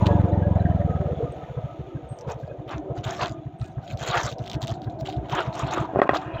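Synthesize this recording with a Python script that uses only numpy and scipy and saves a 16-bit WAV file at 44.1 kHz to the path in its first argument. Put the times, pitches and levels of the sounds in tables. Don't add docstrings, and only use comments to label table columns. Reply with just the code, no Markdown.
import sys
import numpy as np
from scipy import signal
from scipy.fft import rfft, irfft
from scipy.io import wavfile
from scipy.ndimage import uniform_filter1d

SR = 44100
rng = np.random.default_rng(int(sys.argv[2]) if len(sys.argv) > 2 else 0)


def master(y):
    cut = np.clip(np.atleast_2d(y).T, -1, 1)
    pcm = np.round(cut * 32767)
    wavfile.write(sys.argv[1], SR, pcm.astype(np.int16))


def level_to_linear(level):
    exponent = np.asarray(level, float) / 20
    return 10 ** exponent


N = 282240

# time in seconds, firings per second.
ENGINE_SPEED = [(0.0, 23.616), (0.5, 21.642), (0.8, 20.448), (1.4, 14.755), (1.8, 12.887), (2.1, 12.479),
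                (2.8, 12.801), (3.2, 12.196), (3.5, 13.213), (3.8, 12.221), (4.1, 12.939), (5.0, 12.9),
                (5.3, 13.272), (5.8, 12.226), (6.1, 13.196), (6.4, 12.626)]
IDLE_PER_S = 12.7


def rms_one(x):
    return x / np.sqrt(np.mean(x ** 2) + 1e-20)


def in_time(rows, outside=None):
    s, *columns = np.transpose(rows)
    return [np.interp(np.arange(N) / SR, s, c, outside, outside) for c in columns]


def drift(rate_hz):
    r = np.exp(-2 * np.pi * rate_hz / SR)
    return rms_one(signal.lfilter([1], [1, -2 * r, r * r], rng.standard_normal(N + SR))[SR:])


def colour(x, spectrum):
    hz, db = np.transpose(spectrum)
    f = np.maximum(np.arange(N // 2 + 1) * SR / N, 1)
    return irfft(rfft(x) * level_to_linear(np.interp(np.log(f), np.log(hz), db)), N)


def band_rms(x, low_hz, high_hz):
    power = np.abs(rfft(x)[int(low_hz * N / SR):int(high_hz * N / SR)]) ** 2
    return np.sqrt(2 * power.sum()) / N


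def butter_filter(x, order, hz, kind="low"):
    return signal.sosfilt(signal.butter(order, hz, kind, fs=SR, output="sos"), x)


def zero_phase_high_pass(x, order, hz):
    return signal.sosfiltfilt(signal.butter(order, hz, "high", fs=SR, output="sos"), x)


def resonate(x, hz, width_hz):
    r = np.exp(-np.pi * width_hz / SR)
    poles = [1, -2 * r * np.cos(2 * np.pi * hz / SR), r * r]
    return signal.lfilter([(1 - r * r) / 2, 0, (r * r - 1) / 2], poles, x)


def grains(per_s, spread_db):
    sizes = level_to_linear(spread_db * np.minimum(rng.exponential(1, N), 4)) * rng.choice([-1, 1], N)
    happens = rng.random(N) < per_s / SR
    return rms_one(sizes) * happens * np.sqrt(SR / per_s) + 1e-18


def panels(table, patchy_db, per_s):
    total = 0
    for hz, width_hz, db in table:
        shaking = grains(900, spread_db=3.0) * level_to_linear(patchy_db * drift(per_s))
        ring = resonate(resonate(shaking, hz, width_hz), hz, 2 * width_hz)
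        total = total + level_to_linear(db) * rms_one(ring)
    return rms_one(total)


def patches(x, bands_hz, patchy_db, per_s):
    for hz in bands_hz:
        gain = level_to_linear(patchy_db * np.clip(drift(per_s), -3, 2))
        x = x + (gain - 1) * resonate(x, hz, hz / 9)
    return x


def housing(x):
    # frequency in Hz, width in Hz, lift in dB.
    shell_resonances = [(359, 14, 10), (630, 720, -1), (686, 90, 14), (906, 150, 5.5), (1172, 36, 4.5),
                        (1760, 490, 5), (2600, 310, 1.5), (3680, 970, 8), (3400, 120, -3.5), (6940, 170, 0)]
    for hz, width_hz, lift_db in shell_resonances:
        x = x + (level_to_linear(lift_db) - 1) * resonate(x, hz, width_hz)
    return x


def whistles(touches, rise_share, fade_db, waver, flutter_db):
    out, t = 0, np.arange(N) / SR
    for s, length_s, hz, db in touches:
        corners_s = [s, s + rise_share * length_s, s + length_s]
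        level_db = np.interp(t, corners_s, db - np.array([fade_db, 0, fade_db]), -140, -140)
        phase = 2 * np.pi * np.cumsum(hz * (1 + waver * drift(12))) / SR
        out = out + uniform_filter1d(level_to_linear(level_db), size=200) * np.sqrt(2) * np.sin(phase)
    return out * level_to_linear(flutter_db * drift(40))


def brake_squeaks():
    # start in seconds, length in seconds, frequency in Hz, level in dB.
    squeaks = [(1.318, .03, 8400, -61), (2.083, 0.13, 8410, -53), (2.303, .04, 8400, -83),
               (3.58, 0.15, 8500, -65)]
    return whistles(squeaks, rise_share=0.08, fade_db=30.0, waver=.004, flutter_db=5.5)


def frame_creaks():
    # start in seconds, length in seconds, frequency in Hz, level in dB.
    creaks = [(.87, 0.11, 1260, -44.5), (2.29, 0.051, 2500, -54), (2.47, 0.076, 2500, -64),
              (3.29, 0.11, 1220, -52.5), (3.62, 0.061, 2500, -62)]
    return whistles(creaks, rise_share=0.4, fade_db=8.0, waver=0.0058, flutter_db=4.5)


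def hand():
    # time in seconds, level in dB.
    slide = [(5.82, -51), (5.9, -51), (5.95, -47.5), (5.99, -35.5), (6.03, -25), (6.055, -44.5),
             (6.08, -28), (6.2, -46.5), (6.26, -40.5), (6.33, -41.5), (6.4, -42.5)]
    slide_treble = [(6.19, -64), (6.24, -57), (6.3, -58), (6.36, -48.5), (6.4, -43)]
    # frequency in Hz, width in Hz, level in dB.
    skin_rings = [(1040, 33, 10), (1300, 360, 13.5), (1610, 78, 9), (2600, 320, -14), (1840, 63, -1.5),
                  (2500, 160, 3), (2800, 80, -3), (3280, 74, -16.5)]
    skin_treble = [(1500, 400, 2), (2000, 250, -1), (2500, 200, -2), (2850, 200, 0), (3250, 220, -1),
                   (3900, 300, -10)]
    high = level_to_linear(in_time(slide_treble, outside=-120)[0]) * panels(skin_treble, patchy_db=4.5, per_s=20)
    return level_to_linear(in_time(slide, outside=-120)[0]) * panels(skin_rings, patchy_db=4.0, per_s=10) + high


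def knocks():
    # time in seconds, peak in dB, contact hardness (low-pass) in Hz.
    blows = [(5.775, -16, 450), (5.935, -19, 400), (5.949, -18, 700), (5.959, -8, 900), (5.969, -13, 450),
             (5.99, -5, 700), (5.9945, -10, 600), (5.998, -9, 1500), (6.0176, -.3, 2200), (6.055, -17, 550),
             (6.0926, -.3, 2800), (6.134, -12, 1300)]
    # frequency in Hz, level in dB, t60 in seconds.
    shell_modes = [(342, -20, .08), (412, 5, 0.049), (582, 5.5, 0.066), (728, 19.5, 0.015),
                   (1100, 10.5, 0.023), (1200, -12, 0.052), (1480, -16.5, 0.029), (1863, 10, 0.019),
                   (2570, -6, 0.018), (3320, -0.5, 0.023)]
    out, t = np.zeros(N + 4000), np.arange(4000) / SR
    hz, mode_db, t60_s = np.transpose(shell_modes)[:, :, None]
    chance_db = rng.standard_normal((len(blows), len(hz), 1))
    shake = butter_filter(rng.standard_normal((len(blows), len(t))), 2, [300, 1800], "band")
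    for (s, db, hard_hz), luck_db, noise in zip(blows, chance_db, shake):
        blow = -np.sum(level_to_linear(mode_db + luck_db - 60 * t / t60_s) * np.sin(2 * np.pi * hz * t), axis=0)
        blow += (level_to_linear(-2 - 60 * t / .02) + level_to_linear(-11 - 60 * t / .12)) * noise
        blow = butter_filter(blow, 3, hard_hz)
        blow = butter_filter(blow, 2, 240, "high")
        at = round(s * SR)
        out[at:at + len(t)] += level_to_linear(db) * blow / np.abs(blow).max()
    return out[:N]


def snaps():
    # time in seconds, burst level in dB, pitch in Hz.
    cloth_snaps = [(0.0679, -26, 3700), (0.0665, -32, 6300), (2.1882, -36.5, 6000), (2.2106, -37.5, 5800),
                   (2.6843, -44, 1970), (2.6928, -34, 3450), (3.6147, -37, 4100), (3.9733, -30.5, 4200),
                   (4.316, -28.5, 2730), (4.326, -29, 3600), (4.384, -37, 5360), (4.3914, -39, 3880),
                   (4.44, -39, 3450), (4.462, -33, 3400), (4.4777, -29, 3300), (4.4984, -23.5, 3750),
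                   (4.5152, -22.5, 3380), (4.5322, -25.5, 3230), (4.5428, -27.5, 3280), (4.6179, -27, 3500),
                   (4.628, -19.5, 3850), (4.6382, -27, 3180), (4.6606, -38, 3670), (4.672, -26.5, 3300),
                   (4.68, -25.5, 3380), (4.694, -29.5, 3480), (4.7037, -31, 3020), (4.74, -36.5, 3840),
                   (4.8184, -38, 3800), (4.845, -38, 3790), (4.8985, -41, 3670), (5.0548, -37, 2070),
                   (5.0728, -34, 3340), (5.1, -29.5, 3280), (5.1257, -33, 3280), (5.1356, -39, 3330),
                   (5.2971, -26.5, 3150), (5.3498, -26, 1970), (5.351, -26.5, 7000), (5.405, -30, 4900),
                   (5.538, -38, 6560), (5.554, -33, 6200), (5.57, -48, 6600), (5.593, -27, 6650),
                   (5.712, -35, 6600)]
    burst_t60_s, edge_db = 0.0044, -11
    rustle_t60_s, rustle_db = 0.054, -16
    out, t = np.zeros(N + 4000), np.arange(4000) / SR
    for (s, db, hz), noise in zip(cloth_snaps, rng.standard_normal((len(cloth_snaps), len(t)))):
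        burst = noise * level_to_linear(-60 * t / burst_t60_s)
        snap = rms_one(resonate(burst, hz, hz / 4)) + level_to_linear(edge_db) * rms_one(np.gradient(burst))
        rustle = rms_one(resonate(noise[::-1], hz, hz / 8))
        snap = snap / np.abs(snap).max() + level_to_linear(rustle_db - 60 * t / rustle_t60_s) * rustle
        at = round(s * SR)
        out[at:at + len(t)] += level_to_linear(db) * snap
    air = butter_filter(out[:N], 4, [12600, 15500], "band")
    return butter_filter(out[:N], 6, 7800) + air


def pressure_db(start_s, peak_s, length_s):
    touch_s, touch_db, leave_db, lift_s = 0.0041, -10.5, -14.5, 0.042
    end_s = max(length_s, peak_s)
    corners_s = start_s + np.array([-touch_s, 0, peak_s, end_s, end_s + lift_s])
    return np.interp(np.arange(N) / SR, corners_s, [-30, touch_db, 0, leave_db, -40], -140, -140)


def crinkle(clicks):
    # frequency in Hz, t60 in seconds, level in dB.
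    fold_rings = [(1620, .04, 3), (2030, .04, -7.5), (2250, .04, -2.5), (2980, 0.051, 8), (3600, .04, 3.5),
                  (4260, 0.069, -8), (2810, 0.025, -2), (3260, 0.073, 18.5), (3800, 0.096, 13),
                  (4300, 0.031, -5), (5450, 0.051, 4), (6630, 0.075, -7.5), (6900, 0.033, 1.5)]
    # frequency in Hz, level in dB.
    crackle_bands = [(1700, -6), (2300, -1.5), (2900, -6), (3500, -1.5), (4200, -1), (5200, -17), (6300, 3),
                     (7400, 5), (13500, 8.5)]
    # frequency in Hz, weight in dB.
    crackle_spectrum = [(880, -28), (1500, 9.5), (1810, -11.5), (2040, 1.5), (2250, -1.5), (3270, -3.5),
                        (4890, -6.5), (7040, -3.5), (7850, -13), (9100, -49), (9900, -54.5), (10600, -33),
                        (12100, -35.5), (12900, -20.5), (14000, -16.5), (15300, -15), (16000, -32.5)]
    folds_hz = (1900, 2200, 2550, 2900, 3300, 3750, 4250, 4800, 5500, 6200, 6900, 7600)
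    fold = rng.integers(0, len(fold_rings), N)
    fade = level_to_linear(-60 / (.005 * SR))
    fray = signal.lfilter([.2], [1, -fade], np.abs(clicks)) * rng.standard_normal(N)
    frayed = clicks + fray
    band = rng.integers(0, len(crackle_bands), N // 200 + 1)[np.arange(N) // 200]
    dealt = 0
    for k, (hz, db) in enumerate(crackle_bands):
        dealt = dealt + level_to_linear(db) * resonate(frayed * (band == k), hz, hz / 1.5) * np.sqrt(SR / hz)
    out = housing(colour(dealt + level_to_linear(4.0) * frayed, crackle_spectrum))
    out = out / band_rms(out, 2500, 8000)
    out = patches(out, folds_hz, patchy_db=4.5, per_s=15)
    rings = 0
    for k, (hz, t60_s, db) in enumerate(fold_rings):
        ring = resonate(clicks * (fold == k), hz, np.log(1000) / np.pi / t60_s)
        rings = rings + level_to_linear(db) * np.sqrt(hz * t60_s) * ring
    rings = butter_filter(rings, 6, 8000)
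    return out + level_to_linear(-7) * rings / band_rms(rings, 2500, 8000)


def cloth():
    # start in seconds, seconds to the hardest moment, length in seconds, crackle level in dB,
    # dull rub in dB over the crackle, treble lift in dB.
    rubs = [(0.059, 0.011, 0.0097, -31.5, 5, -0.5), (2.185, 0.0028, 0.04, -62, 2, -11),
            (2.274, 0.028, 0.08, -50, 14.5, 3.5), (2.38, 0.014, 0.13, -64.5, -5, 6),
            (2.679, 0.054, 0.11, -47, 14, -3.5), (2.955, 0.025, 0.053, -43, -1, -6.5),
            (3.034, 0.039, 0.28, -40.5, 6.5, 1), (3.195, 0.037, 0.083, -34, 11.5, -4.5),
            (3.597, 0.054, 0.13, -52.5, -12, -0.5), (3.816, 0.11, 0.14, -47, -3.5, 2),
            (3.985, 0.042, .3, -35, 0, -3), (4.066, 0.11, 0.21, -34, 9, -2),
            (4.22, 0.062, .11, -39.5, -6.5, 4.5), (4.388, 0.017, 0.052, -49.5, -10, -1.5),
            (4.429, 0.041, 0.053, -46, -5, -3), (4.495, 0.06, 0.063, -41.5, -3, 0),
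            (4.608, 0.042, .031, -46.5, 11.5, 8.5), (4.68, 0.043, 0.013, -43, 3, 3.5),
            (4.733, 0.0077, 0.055, -50.5, -11, 2), (4.827, 0.0027, 0.031, -48.5, -17, -13),
            (4.897, 0.0059, 0.054, -58.5, -18, 1.5), (4.99, .019, 0.028, -51, -10, 8),
            (5.051, .012, 0.12, -42.5, 0, -2), (5.229, .03, 0.066, -55, 10, -10),
            (5.284, 0.032, 0.07, -37.5, 3.5, -6), (5.319, 0.077, 0.13, -35.5, 14.5, -8),
            (5.457, 0.0075, 0.05, -47.5, 13, -1.5), (5.526, 0.027, 0.13, -42.5, -7, 0.5),
            (5.551, 0.051, 0.18, -39.5, 8, -12), (5.669, 0.077, .06, -39.5, 7.5, -7),
            (5.738, 0.036, 0.12, -42, 16.5, 0), (6.132, 0.014, 0.025, -38, 17.5, -1.5),
            (6.149, 0.016, 0.03, -28.5, 6.5, 1), (6.19, 0.035, 0.082, -57, 20.5, 6)]
    # frequency in Hz, weight in dB.
    dull_spectrum = [(150, -52), (250, -30), (372, 6), (706, 1), (788, 0.5), (1240, 6), (2060, -8),
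                     (3500, -12), (4550, -30), (7700, -120)]
    scrub_folds_hz = (800, 1000, 1200, 1450, 1750, 2100, 2550, 3100)
    dull_steepness, snag_db = 1.33, 2
    treble_hz = 4270
    bright, dull, treble = 1e-9, 0, 1e-9
    for start_s, peak_s, length_s, db, over_db, treble_db in rubs:
        press_db = pressure_db(start_s, peak_s, length_s)
        bright = bright + level_to_linear(db + press_db)
        dull = dull + level_to_linear(db + over_db + dull_steepness * press_db)
        treble = treble + level_to_linear(db + press_db + treble_db)
    treble_gain = treble / bright
    bright = bright * level_to_linear(snag_db * drift(24))
    per_s = np.clip(220 * (bright / level_to_linear(-45)) ** .6 * level_to_linear(5.5 * drift(30)), 60, 3000)
    clicks = bright * (grains(per_s, spread_db=2.5) + level_to_linear(-11) * rng.standard_normal(N))
    size = band_rms(clicks, 2500, 8000)
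    scrub = housing(colour(grains(2600 * level_to_linear(3.0 * drift(53)), spread_db=0.5), dull_spectrum))
    scrub = patches(scrub, scrub_folds_hz, patchy_db=4.5, per_s=13)
    crackle = crinkle(clicks)
    crackle += (treble_gain - 1) * zero_phase_high_pass(crackle, 2, treble_hz)
    return 0.95 * size * crackle + dull * scrub / band_rms(scrub, 420, 2600)


def jolts():
    # time in seconds, level in dB, frequency in Hz.
    frame_jolts = [(0.816, -33, 680), (0.877, -22.5, 706), (1.082, -19.5, 570), (1.243, -43, 705),
                   (1.486, -35, 660), (1.575, -27, 492), (1.669, -29, 624), (2.477, -24, 623),
                   (2.511, -27, 555), (2.595, -39, 700), (3.311, -25, 659), (3.781, -44, 720),
                   (3.86, -37, 695), (4.756, -29, 675), (4.988, -37, 665), (5.084, -21, 750)]
    t60_s, rise_s = 0.06, 0.0018
    out, t = np.zeros(N + 8000), np.arange(8000) / SR
    for (s, db, hz), (apart, turn) in zip(frame_jolts, rng.random((len(frame_jolts), 2))):
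        second = np.sin(2 * np.pi * (hz * (1.03 + .06 * apart) * t + turn))
        pair = np.sin(2 * np.pi * hz * t) + .5 * second
        at = round(s * SR)
        out[at:at + len(t)] += level_to_linear(db - 60 * t / t60_s) * (1 - np.exp(-t / rise_s)) * pair
    return out[:N]


def firings():
    first_firing_s = .0368
    t = np.arange(N) / SR
    cycles = np.cumsum(in_time(ENGINE_SPEED)[0]) / SR
    cycles = cycles - np.interp(first_firing_s, t, cycles)
    return np.interp(np.arange(int(cycles[-1]) + 1), cycles, t)


def running_gear():
    # time in seconds, main panels in dB, then low, middle and upper panels in dB over them.
    hum_levels = [(0, -32, 2, 2.5, 2.5), (.4, -37, 1.5, 4.5, -6), (.85, -35, -7, -3, -19),
                  (1.2, -40.5, 1, 5.5, -17), (1.5, -44.5, -9.5, 0, -14), (1.95, -49.5, 7, 3, -19),
                  (2.3, -46, -13, 6, -4), (2.52, -47, 0, 4, -16.5), (2.8, -43.5, 5, -0.5, -11),
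                  (3.2, -37.5, -6, -9.5, -21), (3.5, -48, 6, -21, -16), (3.85, -42, -10, -8.5, -22),
                  (4.2, -41.5, -6.5, 3.5, -12.5), (4.75, -37, -5.5, -16, -15), (5.1, -40, 2.5, -10, -17),
                  (5.6, -36.5, -4.5, -8.5, 0), (5.95, -37.5, 4.5, -17.5, -7.5), (6.4, -41, 0.5, -1, -1.5)]
    # time in seconds, level in dB.
    rattle_levels = [(0, -51), (.36, -60.5), (1.4, -59), (2.1, -64.5), (2.6, -66.5), (3.6, -68),
                     (4.6, -69.5), (5.1, -69), (5.4, -58), (5.8, -62), (6.4, -69)]
    # frequency in Hz, weight in dB.
    drone_spectrum = [(35, -37), (60, -8.5), (141, -3), (231, -8), (422, -40), (637, -20.5), (839, -39.5),
                      (1600, -30), (2080, -83), (3520, -120)]
    rattle_spectrum = [(530, -14.5), (900, -0.5), (1080, -11.5), (1240, -12), (1370, -14), (1580, -17),
                       (2100, -12.5), (3600, -17.5), (4980, -33.5), (6640, -27), (8230, -47),
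                       (11000, -46.5), (12800, -40.5), (15700, -50)]
    # frequency in Hz, width in Hz, level in dB.
    low_panels = [(280, 13, -3), (311.6, 36.5, 9), (375.4, 26, 4.5)]
    middle_panels = [(483, 89, 4.5), (542.6, 20, -4.5), (578.7, 23, 1.5)]
    main_panels = [(659, 54, 2), (706, 15, -1), (757, 30, -2.5)]
    upper_panels = [(867, 34, 7.5), (959, 77, 7.5), (1030, 320, -4.5)]
    high_panels = [(1215, 22, 6), (1288, 35, 8), (1460, 47, -2), (1800, 290, -2.5), (2100, 74, -17.5),
                   (2430, 41, -7), (3030, 28, -8), (3400, 270, -4), (3630, 26, -11), (6770, 140, -16)]
    clatter_panels = [(1475, 89, -3.5), (1663, 21, -0.5), (1790, 130, -8.5), (2410, 59, -12.5),
                      (3970, 96, -15)]
    idle_clatter_db, clatter_db_per_octave, clatter_pulse_db = -73, 26, 1

    main_db, low_db, middle_db, upper_db = in_time(hum_levels)
    rattle_db, = in_time(rattle_levels)
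    speed = in_time(ENGINE_SPEED)[0] / IDLE_PER_S
    times = firings()
    turn = 2 * np.pi * np.interp(np.arange(N) / SR, times, np.arange(len(times)))
    stroke = np.cos(turn + .8)

    drone = rms_one(colour(grains(1500, spread_db=7.0), drone_spectrum))
    hum = panels(main_panels, patchy_db=3.0, per_s=10) + level_to_linear(-5.0) * drone
    hum += level_to_linear(low_db) * panels(low_panels, patchy_db=3.5, per_s=5)
    hum += level_to_linear(middle_db) * panels(middle_panels, patchy_db=4.5, per_s=7)
    hum += level_to_linear(upper_db) * panels(upper_panels, patchy_db=3.5, per_s=9)
    hum *= level_to_linear(main_db + 0.31 * np.cos(turn - 2.5))

    rattle = colour(grains(2800, spread_db=1.5), rattle_spectrum)
    rattle = rattle / band_rms(rattle, 1500, 4500) + level_to_linear(5) * panels(high_panels, patchy_db=4.5, per_s=12)
    rattle *= level_to_linear(.7 * speed * stroke) * level_to_linear(rattle_db)

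    clatter_db = idle_clatter_db + clatter_db_per_octave * np.log2(speed) + clatter_pulse_db * stroke
    clatter = level_to_linear(clatter_db) * panels(clatter_panels, patchy_db=9.0, per_s=20)
    return clatter + hum + rattle


def firing_db(times):
    # time in seconds, full firing in dB, shortfall of every other firing in dB.
    firing_levels = [(0, -12, -0.5), (.25, -11.5, 1), (.4, -15, -1), (.65, -13, -1), (.92, -16.5, -1),
                     (1.13, -16.5, 2.5), (1.25, -20, 4), (1.38, -33, 2), (1.51, -27.5, -1),
                     (1.648, -20.5, 0.5), (2.05, -25, 7), (2.3, -22.5, -1), (2.5, -28.5, -1),
                     (2.8, -22, 18), (3.05, -21, 3.5), (3.4, -25, 5), (3.65, -19.5, 16), (4.1, -22.5, 3),
                     (4.6, -21.5, 6.5), (5.3, -21.5, 11), (5.9, -16.5, 20), (6.13, -25, 19),
                     (6.4, -29.5, -11)]
    # time in seconds, level drop in dB (negative for a stronger beat).
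    uneven_firings = [(.296, 13), (1.736, 11.5), (1.891, 11), (2.208, 13), (2.367, 3.5), (2.525, 3),
                      (2.997, -3.5), (3.156, 24), (3.241, -1.5), (3.552, 2), (3.87, 13), (4.494, 10.5),
                      (4.649, -6), (4.804, 18), (5.416, 4)]
    rhythm_slips_s = 3.2
    idle_scatter_db = 1.2
    s, full_db, short_db = np.transpose(firing_levels)
    weak = (np.arange(len(times)) + (times > rhythm_slips_s)) % 2 == 0
    db = np.interp(times, s, full_db) - weak * np.interp(times, s, short_db)
    for at_s, drop_db in uneven_firings:
        db[np.argmin(np.abs(times - at_s))] -= drop_db
    slowness = np.gradient(times) * IDLE_PER_S
    return db + idle_scatter_db * slowness ** 2 * rng.standard_normal(len(times))


def puff(t, width_s):
    return t / width_s * np.exp(.5 - .5 * (t / width_s) ** 2)


def bark(times, beat_db):
    # frequency in Hz, width in Hz, level in dB.
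    silencer_rings = [(412, 104, -1), (617, 130, -2.5), (1028, 97, -9.5), (1284, 90, -10.5),
                      (1600, 89, -13), (1824, 110, -18)]
    under_beat_db, scatter_db, lead_s, rise_s = -28, 6.5, .016, .01
    at = np.clip(np.round((times - lead_s) * SR).astype(int), 0, N - 1)
    r = np.exp(-1 / (rise_s * SR))
    grit, out = grains(1200, spread_db=5.0), 0
    chance = rng.standard_normal((len(times), len(silencer_rings))).T
    for (hz, width_hz, db), luck in zip(silencer_rings, chance):
        strokes = np.full(N, 1e-18)
        strokes[at] = level_to_linear(beat_db + under_beat_db + db + scatter_db * luck)
        gate = signal.lfilter([(1 - r) * np.e], [1, -2 * r, r * r], strokes)
        out = out + gate * rms_one(resonate(resonate(grit, hz, width_hz), hz, 2 * width_hz))
    return out


def exhaust():
    # cycle in seconds, valve-open lead in seconds, valve puff share, valve puff width in seconds,
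    # pipe echo share, push width in seconds.
    beat_shape = [(0.045, .0105, 1.6, 0.0016, 0.1, .0016), (0.052, 0.0118, 1.55, .0017, 0.12, .0016),
                  (.06, .0135, 1.0, .002, .6, .0017), (0.079, 0.0153, 0.8, 0.002, 0.8, .0018)]
    # time in seconds, extra level in dB.
    heavy_throbs = [(1.587, 13), (1.812, 15), (2.048, 23), (2.287, 13), (2.446, 11), (2.761, 19), (3.63, 6),
                    (4.262, 6), (4.572, 6), (5.19, 20), (5.341, 9), (5.732, 16), (6.127, 13)]
    base_throb_db, throb_scatter_db = -13, 3
    throb_hz, throb_spread, throb_t60_s = 78, .2, .16
    pipe_echo_s, pipe_hz, pipe_width_hz, pipe_ring_db = .008, 89, 8.1, -12
    jitter_s, puff_spread = .0014, .11

    times = firings()
    beat_db = firing_db(times)
    cycle_s, *shape = np.transpose(beat_shape)
    lead_s, valve, valve_s, echo, push_s = [np.interp(np.gradient(times), cycle_s, c) for c in shape]
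    wobble = rng.standard_normal((len(times), 9))
    wobble[:, [0, 1, 3, 4, 8]] *= (np.gradient(times)[:, None] * IDLE_PER_S) ** 1.3
    throb_db = base_throb_db + throb_scatter_db * wobble[:, 7]
    for at_s, extra_db in heavy_throbs:
        throb_db[np.argmin(np.abs(times - at_s))] = base_throb_db + extra_db

    before = 1600
    out, t = np.zeros(N + 8000), np.arange(-before, 6000) / SR
    for k, s in enumerate(times):
        opens = t + lead_s[k] * (1 + .06 * wobble[k, 0])
        stretch = np.exp(puff_spread * wobble[k, 3:5])
        beat = puff(t, push_s[k] * stretch[0])
        beat += valve[k] * level_to_linear(1.5 * wobble[k, 1]) * puff(opens, valve_s[k] * stretch[1])
        beat += echo[k] * level_to_linear(2.2 * wobble[k, 2]) * puff(opens - pipe_echo_s, push_s[k])
        after = np.maximum(opens, 0)
        swing_hz = throb_hz * np.exp(throb_spread * wobble[k, 5])
        throb = np.sin(2 * np.pi * swing_hz * after + np.pi * wobble[k, 6])
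        throb *= 1 - np.exp(-(after / 0.022) ** 2)
        beat += level_to_linear(throb_db[k] - 60 * after / throb_t60_s) * throb
        at = max(round((s + jitter_s * wobble[k, 8]) * SR), 0)
        out[at:at + len(t)] += level_to_linear(beat_db[k]) * beat
    out = out[before:before + N]
    out = out + level_to_linear(pipe_ring_db) * resonate(out, pipe_hz, pipe_width_hz)
    return zero_phase_high_pass(out, 1, 40) + bark(times, beat_db)


def scene():
    metal = brake_squeaks() + frame_creaks()
    touches = hand() + knocks() + snaps() + cloth()
    return (metal + touches + jolts() + running_gear() + exhaust())[None]


def roll_off(x):
    return signal.sosfilt(signal.butter(12, 16100, fs=SR, output="sos"), x)


def record(dry):
    ahead = round(.014 * SR)
    over = (np.abs(dry[0]) > .75).astype(float)
    count = np.concatenate([[0], np.cumsum(over), np.full(ahead, over.sum())])
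    coming = count[ahead:ahead + N] > count[:N]
    passing = count[60:60 + N] > count[np.maximum(np.arange(N) - ahead, 0)]
    duck = uniform_filter1d((coming & ~passing).astype(float), size=40)
    held = 1.5 * np.tanh(dry * level_to_linear(-20 * duck) / 1.5)
    return roll_off(zero_phase_high_pass(held, 2, 35))


dry = scene()
out = record(dry)
master(out)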